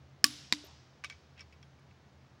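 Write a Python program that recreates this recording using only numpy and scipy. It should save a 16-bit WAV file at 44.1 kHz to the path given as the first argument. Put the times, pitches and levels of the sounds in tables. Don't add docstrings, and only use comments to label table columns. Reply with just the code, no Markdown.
import sys
import numpy as np
from scipy import signal
from scipy.fft import rfft, irfft, next_fast_len
from scipy.io import wavfile
from scipy.ndimage import uniform_filter1d

SR = 44100
rng = np.random.default_rng(int(sys.argv[2]) if len(sys.argv) > 2 else 0)


def generate_wav(signal):
    frames = np.transpose(np.atleast_2d(signal))
    scaled = np.clip(frames, -1, 1) * 32767
    pcm = np.round(scaled).astype(np.int16)
    wavfile.write(sys.argv[1], SR, pcm)


def volts_from_db(level):
    exponent = np.asarray(level, float) / 20
    return 10 ** exponent


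N = 105840

# (f/Hz, relative level per Hz/dB)
AIR_SPECTRUM = [(30, -24), (50, -20), (100, -3), (200, -6.5), (400, -12), (800, -15), (1600, -19),
                (3000, -25), (5000, -27.5), (6500, -31.5), (8000, -42), (10000, -48.5), (13000, -50),
                (16500, -55.5)]
# (f/Hz, width/Hz, level/dB)
HUM_BANDS = [(79, 13, -63), (133, 12, -64)]
# (f/Hz, t60/s)
ROOM_DECAY = [(300, 0.6), (1500, 1.1), (4000, 0.98), (6000, 1.1), (9000, .6), (15000, .35)]
# (f/Hz, level/dB)
ROOM_TONE = [(300, -26.5), (700, -23.5), (1500, -9.5), (2300, -11), (3200, -3.5), (4000, -5.5), (5200, -3),
             (7000, -11.5), (10000, -17.5), (16000, -23)]
# (t/s, level/dB, f/Hz, t60/s)
PULL_BUMPS = [(0.637, -45.5, 388, 0.056), (.66, -54, 700, .03)]
# (t/s, length/s, first f/Hz, last f/Hz, level/dB)
PULL_SQUEAKS = [(.641, 0.014, 12200, 12700, -62.5), (.642, 0.014, 12800, 14400, -61),
                (.652, .022, 14500, 15600, -66), (.662, .012, 12200, 11900, -70),
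                (.664, 0.0093, 11300, 11300, -68), (1.52, 0.036, 11200, 11500, -90),
                (1.585, 0.076, 12900, 13500, -94), (1.6, .12, 9400, 9250, -93),
                (1.73, 0.19, 11540, 11000, -98)]
# (level/dB, f/Hz, width/Hz)
PULL_SCRAPE = (-65, 930, 300)
# (t/s, level/dB, rattle t60/s, top f/Hz)
SOCKET_TAPS = [(1.0385, -32.5, 0.0047, 7000), (1.0447, -27, 0.024, 9200), (1.0531, -39.5, 0.077, 4000),
               (1.0989, -34, 0.0086, 9500), (1.107, -43, 0.057, 4000), (1.123, -45.5, 0.097, 3000),
               (1.366, -61, .08, 3500), (1.376, -49.5, 0.15, 3000), (1.3932, -44.5, 0.013, 7950),
               (1.399, -45, 0.018, 3000), (1.4066, -38.5, 0.014, 7800), (1.4132, -46.5, 0.056, 4930),
               (1.524, -52, 0.074, 7000), (1.6275, -48, 0.021, 6000), (1.787, -57.5, 0.04, 2500),
               (1.911, -55.5, 0.012, 2500)]
# (f/Hz, relative level/dB, t60/s)
SOCKET_MODES = [(700, -20, 0.037), (1194, -12.5, 0.036), (1560, -11.5, 0.038), (2070, -5.5, 0.011),
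                (2273, -0.5, 0.029), (2527, 0, 0.017), (2737, -20, 0.019), (3263, -7.5, 0.033),
                (3740, -2, 0.009), (4930, -3.5, 0.016), (5383, 2.5, 0.019), (6420, -4, .012),
                (6820, 2.5, 0.011)]
# (t/s, level/dB, f/Hz)
DRY_TICKS = [(1.267, -66, 7000), (1.795, -63, 9000), (2.131, -62, 7400)]
# (f/Hz, width/Hz, relative level/dB)
TUBE_MODES = [(222, 60, -7.5), (1150, 40, -6), (1740, 180, 1.5), (2072, 250, -8), (2514, 82, -5),
              (3000, 280, -4), (4260, 150, -6.5), (5035, 100, -4.5), (5260, 430, 7.5), (7152, 250, -6),
              (8774, 250, -3), (11000, 72, -10), (12900, 130, -14.5), (14130, 300, -12),
              (15300, 400, -15.5)]
# (f/Hz, width/Hz, relative level/dB)
PAWL_MODES = [(234, 60, -7.5), (1016, 110, -9.5), (2050, 260, -0.5), (2334, 94, -3.5), (3870, 200, 3.5),
              (4400, 640, 3.5), (4570, 200, -17.5), (5340, 200, -5), (7460, 370, -9), (10640, 170, -26),
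              (11030, 610, -21.5), (12400, 510, -25), (15070, 410, -38)]
# (f/Hz, relative level/dB, t60/s)
THUD_MODES = [(296, 0.5, .36), (250, -4, 0.27)]
# (f/Hz, relative level/dB, t60/s)
BLOCK_MODES = [(1143, -6, .12), (7154, -3, 0.15), (8597, -4, .1), (10960, -14, 0.37), (3800, -8, .3),
               (5250, -5.5, 0.64)]
# (level/dB, crack/dB, low thud/dB, shaft ring/dB, room/dB, room top f/Hz)
TRIP_LEVELS = (-0.5, -13.5, -46.5, -46.5, -33.5, 17999)
RESET_LEVELS = (-8.5, -21.5, -52, -59, -39.5, 8001)

TRIP_S, RESET_S = 0.2419, 0.5245
EARLY_S = 0.002


def unit(x):
    return x / np.sqrt(np.mean(x ** 2) + 1e-20)


def along(points, hz):
    f, v = np.transpose(points)
    return np.interp(np.log(hz + 1), np.log(f + 1), v)


def filtered(x, response):
    m = next_fast_len(len(x) + 8192)
    return irfft(rfft(x, m) * response(np.fft.rfftfreq(m, 1 / SR)), m)[:len(x)]


def band(x, centre_hz, width_hz):
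    return filtered(x, lambda f: np.exp(-((f - centre_hz) / width_hz) ** 2))


def low(x, top_hz):
    return signal.lfilter(*signal.butter(2, top_hz, fs=SR), x)


def add(track, s, sound):
    part = track[round(s * SR):][:len(sound)]
    part += sound[:len(part)]


def ring(modes, scatter_db, attack=0.00027, rough_db=0):
    hz, db, t60 = np.transpose(modes)[:, :, None]
    t = np.arange(SR // 2) / SR
    chance = rng.standard_normal((len(hz), 41))
    waver = np.array([np.interp(t, np.arange(40) / 100, row) for row in chance[:, 1:]])
    level_db = db + scatter_db * chance[:, :1] + rough_db * waver - 60 * t / t60
    lines = volts_from_db(level_db) * np.sin(2 * np.pi * hz * t)
    return lines.sum(0) * (1 - np.exp(-(t / attack) ** 2))


def crack(t60, attack=0.00026):
    t = np.arange(SR // 2) / SR
    bright = np.diff(rng.standard_normal(len(t) + 1))
    return bright * volts_from_db(-60 * t / t60) * (1 - np.exp(-t / attack))


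def workshop():
    air = volts_from_db(-63.5) * unit(filtered(rng.standard_normal(N), lambda hz: volts_from_db(along(AIR_SPECTRUM, hz))))
    hum = np.zeros(N)
    for hz, width, db in HUM_BANDS:
        hum += volts_from_db(db) * unit(band(rng.standard_normal(N), hz, width))
    whine = volts_from_db(-91.5) * np.sin(2 * np.pi * 15734 * np.arange(N) / SR)
    return air + hum + whine


def room():
    hz, t, spectrum = signal.stft(rng.standard_normal(SR * 3 // 2), SR, nperseg=128)
    tail = volts_from_db(-60 * t / along(ROOM_DECAY, hz)[:, None])
    early = volts_from_db(16 - 60 * t / 0.057)
    tone = volts_from_db(along(ROOM_TONE, hz))[:, None]
    return signal.istft(spectrum * (tail + early) * tone, SR, nperseg=128)[1]


def pull_off():
    out = np.zeros(N)
    for s, db, hz, t60 in PULL_BUMPS:
        modes = [(hz, db, t60), (1.6 * hz, db - 6.5, t60)]
        add(out, s, ring(modes, scatter_db=2.5, attack=0.0016))
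    for s, length, from_hz, to_hz, db in PULL_SQUEAKS:
        n = round(length * SR)
        jitter = 500 * uniform_filter1d(rng.standard_normal(SR // 4), 30)[:n]
        hz = np.linspace(from_hz, to_hz, n) + jitter
        squeak = np.sin(2 * np.pi * np.cumsum(hz) / SR)
        add(out, s, volts_from_db(db) * np.sqrt(np.hanning(n)) * squeak)
    db, hz, width = PULL_SCRAPE
    rub = unit(band(rng.standard_normal(SR // 4), hz, width))
    n = round(0.13 * SR)
    add(out, 0.632, volts_from_db(db) * rub[:n] * np.sqrt(np.hanning(n)))
    return out


def socket():
    out = np.zeros(N)
    for s, db, t60, top_hz in SOCKET_TAPS:
        touch = 1.74 * crack(0.0028, attack=1e-5)
        rattle = crack(t60, attack=1e-5) + touch
        modes = ring(SOCKET_MODES, scatter_db=4)
        driven = signal.fftconvolve(modes, low(rattle, top_hz=2500))[:SR // 2]
        tap = low(driven, top_hz)
        bare = volts_from_db(-16) * low(low(rattle, top_hz), top_hz)
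        add(out, s, volts_from_db(db) * (tap / np.abs(tap).max() + bare))
        add(out, s + EARLY_S, volts_from_db(db - 25.5) * low(room(), top_hz=6000))
    for s, db, hz in DRY_TICKS:
        add(out, s, volts_from_db(db) * band(crack(0.016), hz, 1200))
    return out


def click(s, levels, part):
    db, crack_db, thud_db, block_db, room_db, top_hz = levels
    attack_s = 0.00092
    modes = [(hz, level + 20 * np.log10(width / 100), np.log(1000) / np.pi / width)
             for hz, width, level in part]
    blow = ring(modes, scatter_db=1, attack=attack_s)
    blow = blow * (1 + volts_from_db(10 - 60 * np.arange(len(blow)) / SR / 0.005))
    blow = blow / np.abs(blow).max()
    blow = blow + volts_from_db(crack_db) * low(crack(0.027, attack_s), top_hz=7000)
    block = [(hz, level + thud_db, t60) for hz, level, t60 in THUD_MODES]
    block += [(hz, level + block_db, t60) for hz, level, t60 in BLOCK_MODES]
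    ringing = ring(block, scatter_db=6, attack=0.0046, rough_db=3)
    out, wash = np.zeros(N), np.zeros(N)
    add(out, s, volts_from_db(db) * blow + ringing)
    add(wash, s + EARLY_S, volts_from_db(room_db) * low(room(), top_hz))
    return out, wash


def scene():
    trip, trip_wash = click(TRIP_S, TRIP_LEVELS, TUBE_MODES)
    reset, reset_wash = click(RESET_S, RESET_LEVELS, PAWL_MODES)
    rebound = volts_from_db(-15) * np.roll(low(reset, top_hz=5500), round(0.0100 * SR))
    clicks = trip + reset + rebound
    treble = filtered(clicks, lambda hz: hz ** 4 / (hz ** 4 + 4500 ** 4))
    wall = volts_from_db(-24) * np.roll(treble, round(0.0238 * SR))
    mix = clicks + wall + trip_wash + reset_wash + socket() + pull_off() + workshop()
    return mix[None]


def low_pass(x):
    return signal.sosfilt(signal.butter(12, 16830, fs=SR, output="sos"), x)


def record(dry):
    without_bass = signal.lfilter(*signal.butter(2, 67.6, "high", fs=SR), dry)
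    heard = low(without_bass, top_hz=16000)
    return low_pass(heard)


dry = scene()
out = record(dry)
generate_wav(out)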